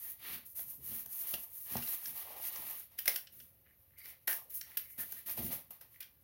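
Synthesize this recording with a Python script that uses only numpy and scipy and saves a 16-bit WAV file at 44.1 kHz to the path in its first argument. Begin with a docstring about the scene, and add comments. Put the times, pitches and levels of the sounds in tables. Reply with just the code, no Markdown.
"""A small room, one microphone close to a hollow styrofoam insert being turned over in the hands.
Skin sticks and slips over the beads in a hiss and a scrape; pinched or dragged, the foam creaks and
squeaks. Its thin walls answer with a hollow rustle, a rumble and dull bumps. Now and then the foam
catches and snaps free, or a plastic box cutter held in one hand clacks.
Behind it are short reflections, still air and a faint hum."""
import sys
import numpy as np
from scipy import signal
from scipy.fft import rfft, irfft, next_fast_len
from scipy.io import wavfile

SR = 44100
rng = np.random.default_rng(int(sys.argv[2]) if len(sys.argv) > 2 else 0)


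def to_wav(s):
    """Save 16-bit WAV."""
    ch = np.atleast_2d(s).T  # columns
    pcm = np.round(np.clip(ch, -1, 1) * 32767)  # PCM
    wavfile.write(sys.argv[1], SR, pcm.astype(np.int16))


N = 274743
TIME = np.arange(N) / SR

# Levels in the tables are relative; each source sets its own gain.
# skin sliding over the foam: start_s, rise_s, hold_s, hiss_db, scrape_db, hollow_db
HAND_STROKES = [(-0.06, 0.1105, 0.0595, -44, -64.5, -70), (0.159, 0.1403, 0.0478, -42.5, -50.5, -62.5),
                (0.445, 0.019, 0.0021, -47, -77, -81.5), (0.49, 0.01197, .002, -51.5, -92, -88.5),
                (0.537, 0.0396, 0.034, -40, -63.5, -68), (0.628, 0.0874, 0.0077, -44.5, -69.5, -72),
                (0.766, 0.1902, 0.042, -40.5, -60, -66), (1.044, 0.1067, 0.0644, -41.5, -65, -71),
                (1.122, 0.1937, 0.03, -38.5, -57.5, -62.5), (1.352, 0.0463, 0.0445, -47, -68, -66),
                (1.448, 0.111, 0.111, -47, -72, -77), (1.625, .13, 0.0347, -39.5, -53, -55),
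                (1.753, 0.1827, 0.0093, -35, -53.5, -61), (1.96, 0.1183, 0.0146, -41, -58.5, -65),
                (2.114, 0.0715, 0.0422, -43, -57, -60), (2.231, 0.0494, 0.0584, -48, -59.5, -54.5),
                (2.349, 0.0243, 0.0152, -46.5, -58.5, -54), (2.387, 0.0674, 0.0336, -39.5, -54.5, -60.5),
                (2.495, 0.046, 0.082, -44, -57.5, -57.5), (2.602, 0.0712, 0.0438, -41, -56, -58),
                (2.729, 0.0296, .05, -45, -62.5, -74), (2.905, 0.015, 0.025, -62, -72.5, -77),
                (2.973, 0.0149, 0.0296, -50, -60.5, -73), (3.057, 0.0332, .008, -42.5, -47, -58),
                (3.108, 0.0502, .01, -41.5, -59, -65), (3.315, 0.0147, 0.122, -55.5, -75, -90),
                (3.966, 0.027, 0.043, -55, -71, -80), (4.033, 0.0168, 0.057, -52, -63, -74),
                (4.271, 0.0051, 0.0382, -30, -48.5, -51), (4.347, 0.018, 0.036, -74.5, -83.5, -61),
                (4.414, 0.042, 0.0112, -79.5, -91, -69.5), (4.493, 0.0126, 0.0228, -46, -68.5, -84),
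                (4.521, 0.034, 0.0091, -38, -66.5, -84.5), (4.632, 0.0436, 0.079, -56.5, -67, -71.5),
                (4.773, 0.007, 0.0235, -65, -61, -88), (4.818, 0.035, 0.13, -55, -77.5, -95.5),
                (4.972, 0.0182, 0.028, -38, -56, -58), (5.056, 0.0713, 0.0614, -46, -62.5, -71.5),
                (5.253, 0.0236, 0.0394, -38, -54.5, -62), (5.364, 0.0154, 0.0127, -38, -52, -49.5),
                (5.402, 0.0383, 0.038, -41, -58.5, -65.5), (5.482, 0.0413, 0.0103, -35.5, -51.5, -53),
                (5.701, 0.0073, 0.0332, -55, -68.5, -66.5), (5.806, 0.0043, 0.0081, -56, -65.5, -67.5),
                (5.886, 0.0605, 0.0075, -59, -74, -85.5), (6.002, 0.0039, 0.01, -56.5, -62.5, -75.5)]
# the soft palm's share of the scrape's power, capped at 1 in use: time_s, share
PALM_CONTACT = [(0.18, 3.83), (0.24, 1.05), (0.42, 3.1), (0.47, 0.9)]
# foam catches and cutter clacks: start_s, level_db, ring_hz, treble_db, knock_db, slip_s
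SNAPS = [(0.5927, -44, 2075, -57.5, -62, 0.00094), (0.916, -43, 3000, -54.5, -62.5, 0.0054),
         (1.059, -43, 5940, -44, -62.5, 0.0025), (1.3375, -26, 2879, -43.5, -51, .0044),
         (1.768, -30.5, 5460, -38, -57, .003), (1.8234, -35.5, 2823, -48, -66.5, 0.0058),
         (1.8736, -37.5, 4010, -56, -71.5, .003), (2.057, -33.5, 5174, -52, -77, .003),
         (2.5585, -34.5, 5520, -60.5, -72.5, .005), (2.9872, -32.5, 3014, -34, -66.5, .0045),
         (3.056, -34, 2324, -35, -60, .0043), (3.0787, -16.5, 2150, -24, -46, 0.001685),
         (3.0823, -32.5, 2006, -29.5, -45, .006), (3.1593, -27.5, 2868, -34, -74, 0.0039),
         (3.27, -43, 2854, -71.5, -88.5, 0.0058), (3.401, -45.5, 2930, -58, -74.5, 0.0051),
         (4.056, -43.5, 2100, -51.5, -75, .003), (4.2774, -25.5, 1734, -29.5, -47.5, 0.00223),
         (4.327, -33, 1733, -34.5, -57, 0.0056), (4.611, -30.5, 5530, -46, -70.5, 0.0037),
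         (4.7708, -30.5, 2626, -30, -71.5, .005), (5.005, -44, 1870, -40.5, -71, 0.0021),
         (5.1217, -39, 5900, -41, -62, 0.0033), (5.2946, -38.5, 2380, -42, -61.5, 0.00405),
         (5.7067, -54, 2680, -46, -63, 0.0045), (5.811, -51, 1755, -51.5, -67, 0.0035),
         (6.0043, -38.5, 2350, -42, -76, 0.0055), (6.0261, -41, 3120, -57.5, -83.5, .005)]
# fingers bumping the block: start_s, wall_db, pop_db
FINGER_BUMPS = [(0.916, -46, -66), (1.334, -44, -67), (1.755, -31, -34.5), (1.78, -41, -59),
                (2.077, -86, -63), (4.983, -48.5, -60), (5.381, -40.5, -48), (5.449, -41, -58.5)]
# the grip shifting: start_s, length_s, level_db
GRIP_SHIFTS = [(0.28, 0.08, -58.5), (0.565, 0.17, -68.5), (0.776, 0.189, -62.5), (0.996, 0.079, -69),
               (1.333, 0.0247, -68), (1.703, .1, -55.5), (2.064, 0.042, -62.5), (2.58, 0.034, -64.5),
               (3.074, .03, -67.5), (3.31, 0.1075, -70.5), (4.975, 0.02, -61.5), (5.114, 0.028, -70),
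               (5.254, 0.123, -64.5), (5.373, 0.104, -46.5), (5.494, 0.034, -57), (5.676, 0.0223, -68)]
# where the hollow answers as the hands move over it: time_s, pitch_hz
HOLLOW_CENTRE = [(2.2, 880), (2.35, 721), (2.55, 921), (3.1, 761.6), (4.3, 810), (4.41, 975), (4.47, 470),
                 (4.7, 933), (5.0, 743), (5.3, 848), (5.46, 615), (5.75, 908)]
# pinched foam: start_s, rise_s, hold_s, level_db, centre_hz, slips_per_s
PINCHES = [(0.0, 0.052, 0.055, -71, 1910, 300), (3.643, 0.0148, 0.0686, -68.5, 2200, 126),
           (3.892, 0.016, .04, -77, 2070, 68), (3.953, 0.031, 0.151, -67.5, 2234, 600),
           (3.975, 0.0204, 0.041, -65, 4750, 967), (4.275, 0.00235, 0.0422, -41, 1648, 469),
           (4.611, 0.0039, 0.026, -62, 1910, 500), (4.661, 0.0237, 0.065, -64.5, 2116, 87),
           (4.79, 0.0207, 0.145, -72, 2190, 200), (4.977, 0.0057, 0.049, -54, 1725, 340),
           (5.15, 0.0184, 0.0376, -63.5, 1853, 180), (5.94, 0.0044, 0.0208, -64, 2155, 216),
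           (6.003, .003, 0.0196, -57, 2290, 347)]
# a fingertip dragging steadily: start_s, rise_s, hold_s, level_db, pitch_hz
FINGERTIP_DRAGS = [(0.01, 0.052, 0.061, -72, 1895), (3.955, 0.032, 0.1334, -66.5, 2130),
                   (4.791, 0.032, 0.145, -75, 2133)]

# tone colours: frequency_hz, gain_db
BEAD_SPECTRUM = [(3000, -38), (6500, -16.5), (7900, -23), (8600, -16.5), (9500, -10), (10050, -6.5),
                 (10300, -7.5), (11200, -3), (11850, 0.5), (12300, -1.5), (13150, 1), (14600, -2.5),
                 (15650, 0)]  # hissing beads
FINGER_SPECTRUM = [(900, -25.5), (1350, -14.5), (1850, -1.5), (2300, -10.5), (2600, -9.5), (3100, -6),
                   (3800, -14.5), (5500, 8), (6600, -2.5), (8000, -6.5), (11000, -26.5)]  # scraping fingers
PALM_SPECTRUM = [(170, -14.5), (250, -3.5), (390, -3.5), (600, -12), (900, -10.5), (1200, -1.5),
                 (1500, -3.5), (1900, 3), (2400, 1.5), (3300, 0), (4500, -2), (6000, -11.5), (9000, -29.5)]  # brushing palm
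CRACK_SPECTRUM = [(700, -13), (1200, -17), (1600, 6.5), (2200, -1), (2600, -5), (3100, 0), (3700, -6),
                  (5500, 4), (6800, -14), (8000, -11), (12000, -27.5)]  # a snap through the shell
KNOCK_SPECTRUM = [(170, -38.5), (290, -15.5), (370, -4.5), (550, -4), (780, 1), (1100, -11), (1800, -12)]  # the low knock under a snap
RUMBLE_SPECTRUM = [(25, -44), (45, -13), (70, 5), (95, -5), (122, 5), (165, 0), (225, 1.5), (300, -4.5),
                   (400, -9), (600, -20.5), (1500, -52)]  # thin walls under the grip
AIR_SPECTRUM = [(25, -22.5), (50, -2), (80, 5.5), (130, -1), (220, -9.5), (400, -15), (530, -17.5),
                (700, -22.5), (1500, -22.5), (4000, -32.5), (8000, -45.5), (12000, -10), (15700, -13)]  # the quiet room

# resonances: pitch_hz, gain_db, t60_s
SHELL_RESONANCES = [(1501, -6.5, 0.044), (1753.6, -5.5, 0.05), (1812.4, 0.5, 0.025), (1991, -7.5, 0.05),
                    (2136, -5, 0.012), (2428, -5.5, .02), (2921, 3, 0.071), (3030, -6.5, 0.013),
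                    (3940, 2.5, 0.017), (4700, -6, 0.021), (5370, -5, 0.021), (5530, -13, .015)]  # the foam shell, scraped or pinched
HOLLOW_RESONANCES = [(443.7, -3, .06), (546.3, 1.5, 0.048), (651.7, -1, 0.041), (786.2, -1, 0.02),
                     (901, -1, 0.017), (1082.4, 0.5, .035), (1201.5, 3, 0.043)]  # the hollow inside
WALL_RESONANCES = [(65.3, -4, 0.263), (122.4, 6.5, 0.0597), (233.06, 7, 0.114), (370.6, -3, 0.085),
                   (557.5, -10, 0.19), (624.2, -11.5, 0.2)]  # the foam walls, bumped


def rubbing(hiss_drive, scrape_drive, hiss_bite_db=1.5055, scrape_bite_db=2.5):
    """Skin slips from bead to bead, close up; the uneven drag shakes beads and shell together."""
    drag = 1.2 * drift(55) + 0.5 * drift(260)
    beads = colour(slips(per_s=11000, spread_db=1.0), BEAD_SPECTRUM)
    hiss = hiss_drive * from_db(hiss_bite_db * drag) * beads
    force = from_db(scrape_bite_db * drag) * slips(per_s=5000, spread_db=-0.5)
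    # the contact wanders, so the ringing shell shifts its colour
    shell = pressed(force, 2500 + 450 * drift(6.4), SHELL_RESONANCES, reach_hz=2600)
    fingers = from_db(-1.2) * colour(force, FINGER_SPECTRUM) + from_db(-2.5) * shell
    palm = from_db(-0.59) * colour(slips(per_s=9000, spread_db=3.5), PALM_SPECTRUM)
    share = np.clip(in_time(PALM_CONTACT), 0, 1)
    scrape = np.sqrt(1 - share) * fingers + np.sqrt(share) * palm
    return hiss + scrape_drive * scrape


def stroke_drives():
    """How hard the sliding hands drive beads, shell and hollow; resting fingers never lie quite still."""
    start, rise, hold, hiss_db, scrape_db, hollow_db = np.transpose(HAND_STROKES)

    def drive(levels_db, release_db_per_s, resting_db):
        return np.hypot(pushes(start, rise, hold, levels_db, release_db_per_s), from_db(resting_db))

    return (drive(hiss_db, release_db_per_s=244, resting_db=-71.5),
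            drive(scrape_db, release_db_per_s=205, resting_db=-84),
            drive(hollow_db, release_db_per_s=180, resting_db=-86))


def snaps(spot_t60_s=0.0063, ring_t60_s=0.022):
    """Each catch or clack crackles in the beads, cracks through the shell, knocks and rings briefly."""
    beads, crack, knock, rings = np.zeros((4, N))
    for start, level_db, ring_hz, treble_db, knock_db, slip_s in SNAPS:
        force = cascade(start, slip_s)
        crack += from_db(level_db + 9.5) * force
        knock += from_db(knock_db + 26) * force
        beads += from_db(treble_db + 26.5) * cascade(start, slip_s * 1.3)
        span = slice(round((start - .002) * SR), round((start + .08) * SR))
        # the spot that lets go colours the whole cascade with a broad resonance
        spot = np.diff(ring(force[span], ring_hz, spot_t60_s), prepend=0)
        rings[span] += from_db(level_db + 8) * spot / np.linalg.norm(spot)
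        # the main snap rings on, low shell modes more strongly than high ones
        snap = signal.unit_impulse(len(spot), round(.0025 * SR))
        rings[span] += from_db(level_db - 8) * (1900 / ring_hz) ** 1.8 * ring(snap, ring_hz, ring_t60_s)
    crackle = colour(crack, CRACK_SPECTRUM) + colour(beads, BEAD_SPECTRUM)
    return crackle + colour(knock, KNOCK_SPECTRUM) + highpass(rings, 1000, order=2)


def bumps(pop_hz=790, pop_t60_s=0.00866):
    """A soft fingertip sets the light walls booming, with a short hollow pop."""
    start, wall_db, pop_db = np.transpose(FINGER_BUMPS)
    at = np.round(start * SR).astype(int)
    push = np.zeros(N)
    push[at] = from_db(pop_db + 9)
    out = ring(push, pop_hz, pop_t60_s)
    for k, (hz, mode_db, t60) in enumerate(WALL_RESONANCES):
        push[at] = from_db(wall_db - 12 + mode_db + rng.standard_normal(len(at)))
        out += (-1) ** k * ring(push, hz, t60)
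    return out


def hollow_rustle(drive, flutter_db=2.0):
    """Coarser slips ring the hollow, its pitch moving with the hands."""
    force = slips(per_s=1200, spread_db=2.0) * from_db(flutter_db * drift(60))
    return drive * from_db(-3) * pressed(force, in_time(HOLLOW_CENTRE), HOLLOW_RESONANCES, reach_hz=228)


def grip_rumble(rise_s=0.0138, flutter_db=1.63):
    """The grip shifts and the thin walls rumble."""
    start, length, level_db = np.transpose(GRIP_SHIFTS)
    shifts = pushes(start, np.full(len(start), rise_s), length - rise_s, level_db, release_db_per_s=206)
    flutter = from_db(flutter_db * drift(40) - 1)
    return shifts * flutter * colour(slips(per_s=990, spread_db=2.0), RUMBLE_SPECTRUM)


def creaks(unsteady=0.36, uneven_db=4.5):
    """Pinched foam sticks and slips in an uneven train that rings the shell."""
    out = np.zeros(N)
    speed = np.exp(unsteady * drift(300))
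    strength = from_db(uneven_db * drift(370))
    for start, rise, hold, level_db, centre_hz, slips_per_s in PINCHES:
        span = slice(round(start * SR), round(start * SR) + round(.26 * SR))
        slip_count = np.floor(np.cumsum(slips_per_s * speed[span]) / SR)
        force = np.diff(slip_count, prepend=-1) * strength[span]
        pinch = from_db(level_db - 1) * swell(TIME[span] - start, rise, hold, release_db_per_s=547.5)
        out[span] += pinch * pressed(force, centre_hz, SHELL_RESONANCES, reach_hz=240)
    return out


def squeaks(waver=.05, flutter_db=3.5):
    """Under a steady drag the slips lock to one mode of the shell and give a thin, wavering tone."""
    out = np.zeros(N)
    for start, rise, hold, level_db, pitch_hz in FINGERTIP_DRAGS:
        cycles = np.cumsum(pitch_hz * (1 + waver * drift(550))) / SR
        level = from_db(level_db + flutter_db * drift(150))
        drag = swell(TIME - start, rise, hold, release_db_per_s=349.5)
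        out += level * drag * rms_one(np.sin(2 * np.pi * cycles))
    return out


def reflections(sound, split_hz=6000, low_t60_s=0.23, treble_t60_s=0.24, gap_s=0.0082):
    """The desk and near walls send a short, dense tail back to the microphone."""
    age = TIME[:SR // 2]
    noise = rng.standard_normal(len(age))
    low = signal.sosfilt(signal.butter(1, split_hz, fs=SR, output="sos"), noise)
    tail = low * from_db(-60 * age / low_t60_s) + (noise - low) * from_db(-60 * age / treble_t60_s)
    tail *= np.clip(age / gap_s - .5, 0, 1)
    return signal.fftconvolve(sound, tail / np.linalg.norm(tail))[:N]


def room_tone(air_db=-68.5, hum_hz=539.9, hum_db=-86.5):
    """Still room air with a faint wavering hum."""
    hum = rms_one(ring(rng.standard_normal(N), hum_hz, t60_s=0.16))
    air = colour(rng.standard_normal(N), AIR_SPECTRUM)
    return from_db(air_db) * air + from_db(hum_db) * hum


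def slips(per_s, spread_db):
    """Random tiny stick-slip releases of uneven size; rms 1."""
    sizes = from_db(spread_db * np.minimum(rng.exponential(1, N), 4))
    return rms_one((rng.random(N) < per_s / SR) * sizes * rng.choice([-1, 1], N))


def cascade(start_s, decay_s, rise_s=0.0014, lead_s=0.00087):
    """A quick run of slips that swells and dies; energy 1."""
    age = TIME[:3000]
    envelope = (1 - np.exp(-age / rise_s)) ** 2 * np.exp(-age / decay_s)
    run = rng.standard_normal(len(age)) * envelope
    force = np.zeros(N)
    at = round((start_s - lead_s) * SR)
    force[at:at + len(run)] = run[:N - at] / np.linalg.norm(run)
    return force


def pressed(force, centre_hz, modes, reach_hz):
    """The pressed spot picks the modes that answer: those near the centre pitch; steady loudness."""
    weights = np.array([from_db(db) / (1 + ((hz - centre_hz) / reach_hz) ** 2) for hz, db, _ in modes])
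    weights /= np.linalg.norm(weights, axis=0)
    # every slip strikes each mode with a strength of its own
    sound = sum(weight * rms_one(ring(force * rng.standard_normal(len(force)), hz, t60))
                for weight, (hz, _, t60) in zip(weights, modes))
    # a light wall radiates little below its lowest mode
    return highpass(sound, .75 * modes[0][0], order=3)


def ring(force, hz, t60_s):
    """One mode: a unit click sets off a decaying sine of height 1."""
    decay, step = from_db(-60 / (t60_s * SR)), 2 * np.pi * hz / SR
    return signal.lfilter([0, np.sin(step)], [1, -2 * decay * np.cos(step), decay ** 2], force + 1e-18)


def swell(age, rise, hold, release_db_per_s):
    """One push of the hand: it builds up, holds, then dies away evenly in dB."""
    attack = np.sin(np.pi / 2 * np.clip(age / rise, 0, 1)) ** 2
    return attack * from_db(-release_db_per_s * np.clip(age - rise - hold, 0, 1))


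def pushes(starts, rises, holds, levels_db, release_db_per_s):
    """Strength in time of a row of pushes; where they overlap their powers add."""
    coarse_time = TIME[::32]
    power = sum((from_db(db) * swell(coarse_time - start, rise, hold, release_db_per_s)) ** 2
                for start, rise, hold, db in zip(starts, rises, holds, levels_db))
    return np.interp(TIME, coarse_time, np.sqrt(power))


def colour(sound, spectrum):
    """Causal (minimum-phase) filter with the given spectrum; white noise keeps its power."""
    size = next_fast_len(len(sound) + 4096, True)
    hz, db = np.transpose(spectrum)
    grid_hz = np.maximum(np.fft.rfftfreq(size, 1 / SR), 1)
    shape_db = np.interp(np.log(grid_hz), np.log(hz), db, left=db[0] - 20)
    rolloff_db = 24 * np.log2(np.maximum(grid_hz / hz[-1], 1))
    cepstrum = irfft(np.log(rms_one(from_db(shape_db - rolloff_db))), size)
    cepstrum[1:size // 2] *= 2
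    cepstrum[size // 2 + 1:] = 0
    return irfft(rfft(sound, size) * np.exp(rfft(cepstrum)), size)[:len(sound)]


def drift(per_s):
    """A random wander that takes a new course `per_s` times a second."""
    knots = rng.standard_normal(8000)
    return np.interp(TIME * per_s, np.arange(len(knots)), knots)


def in_time(rows):
    """Timed values joined by straight lines, held at both ends."""
    return np.interp(TIME, *np.transpose(rows))


def highpass(sound, hz, order):
    return signal.sosfilt(signal.butter(order, hz, "high", fs=SR, output="sos"), sound)


def from_db(db):
    return 10 ** (np.asarray(db) / 20)


def rms_one(sound):
    return sound / np.sqrt(np.mean(sound ** 2) + 1e-20)


def scene():
    """Foam close up, the room behind it; one microphone, so both channels are alike."""
    hiss_drive, scrape_drive, hollow_drive = stroke_drives()
    friction = rubbing(hiss_drive, scrape_drive) + hollow_rustle(hollow_drive)
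    friction += grip_rumble() + creaks() + squeaks()
    hits = snaps() + bumps()
    room = reflections(from_db(-13) * friction + from_db(-7) * hits)
    mono = friction + hits + room + room_tone()
    return np.array([mono, mono])


def record(dry, low_cut_hz=36, top_cut_hz=15850):
    """The microphone drops the deepest bass, and the top is cut steeply."""
    top_cut = signal.ellip(12, .2, 70, top_cut_hz, fs=SR, output="sos")
    return signal.sosfilt(top_cut, highpass(dry, low_cut_hz, order=3))


dry = scene()
out = record(dry)
to_wav(out)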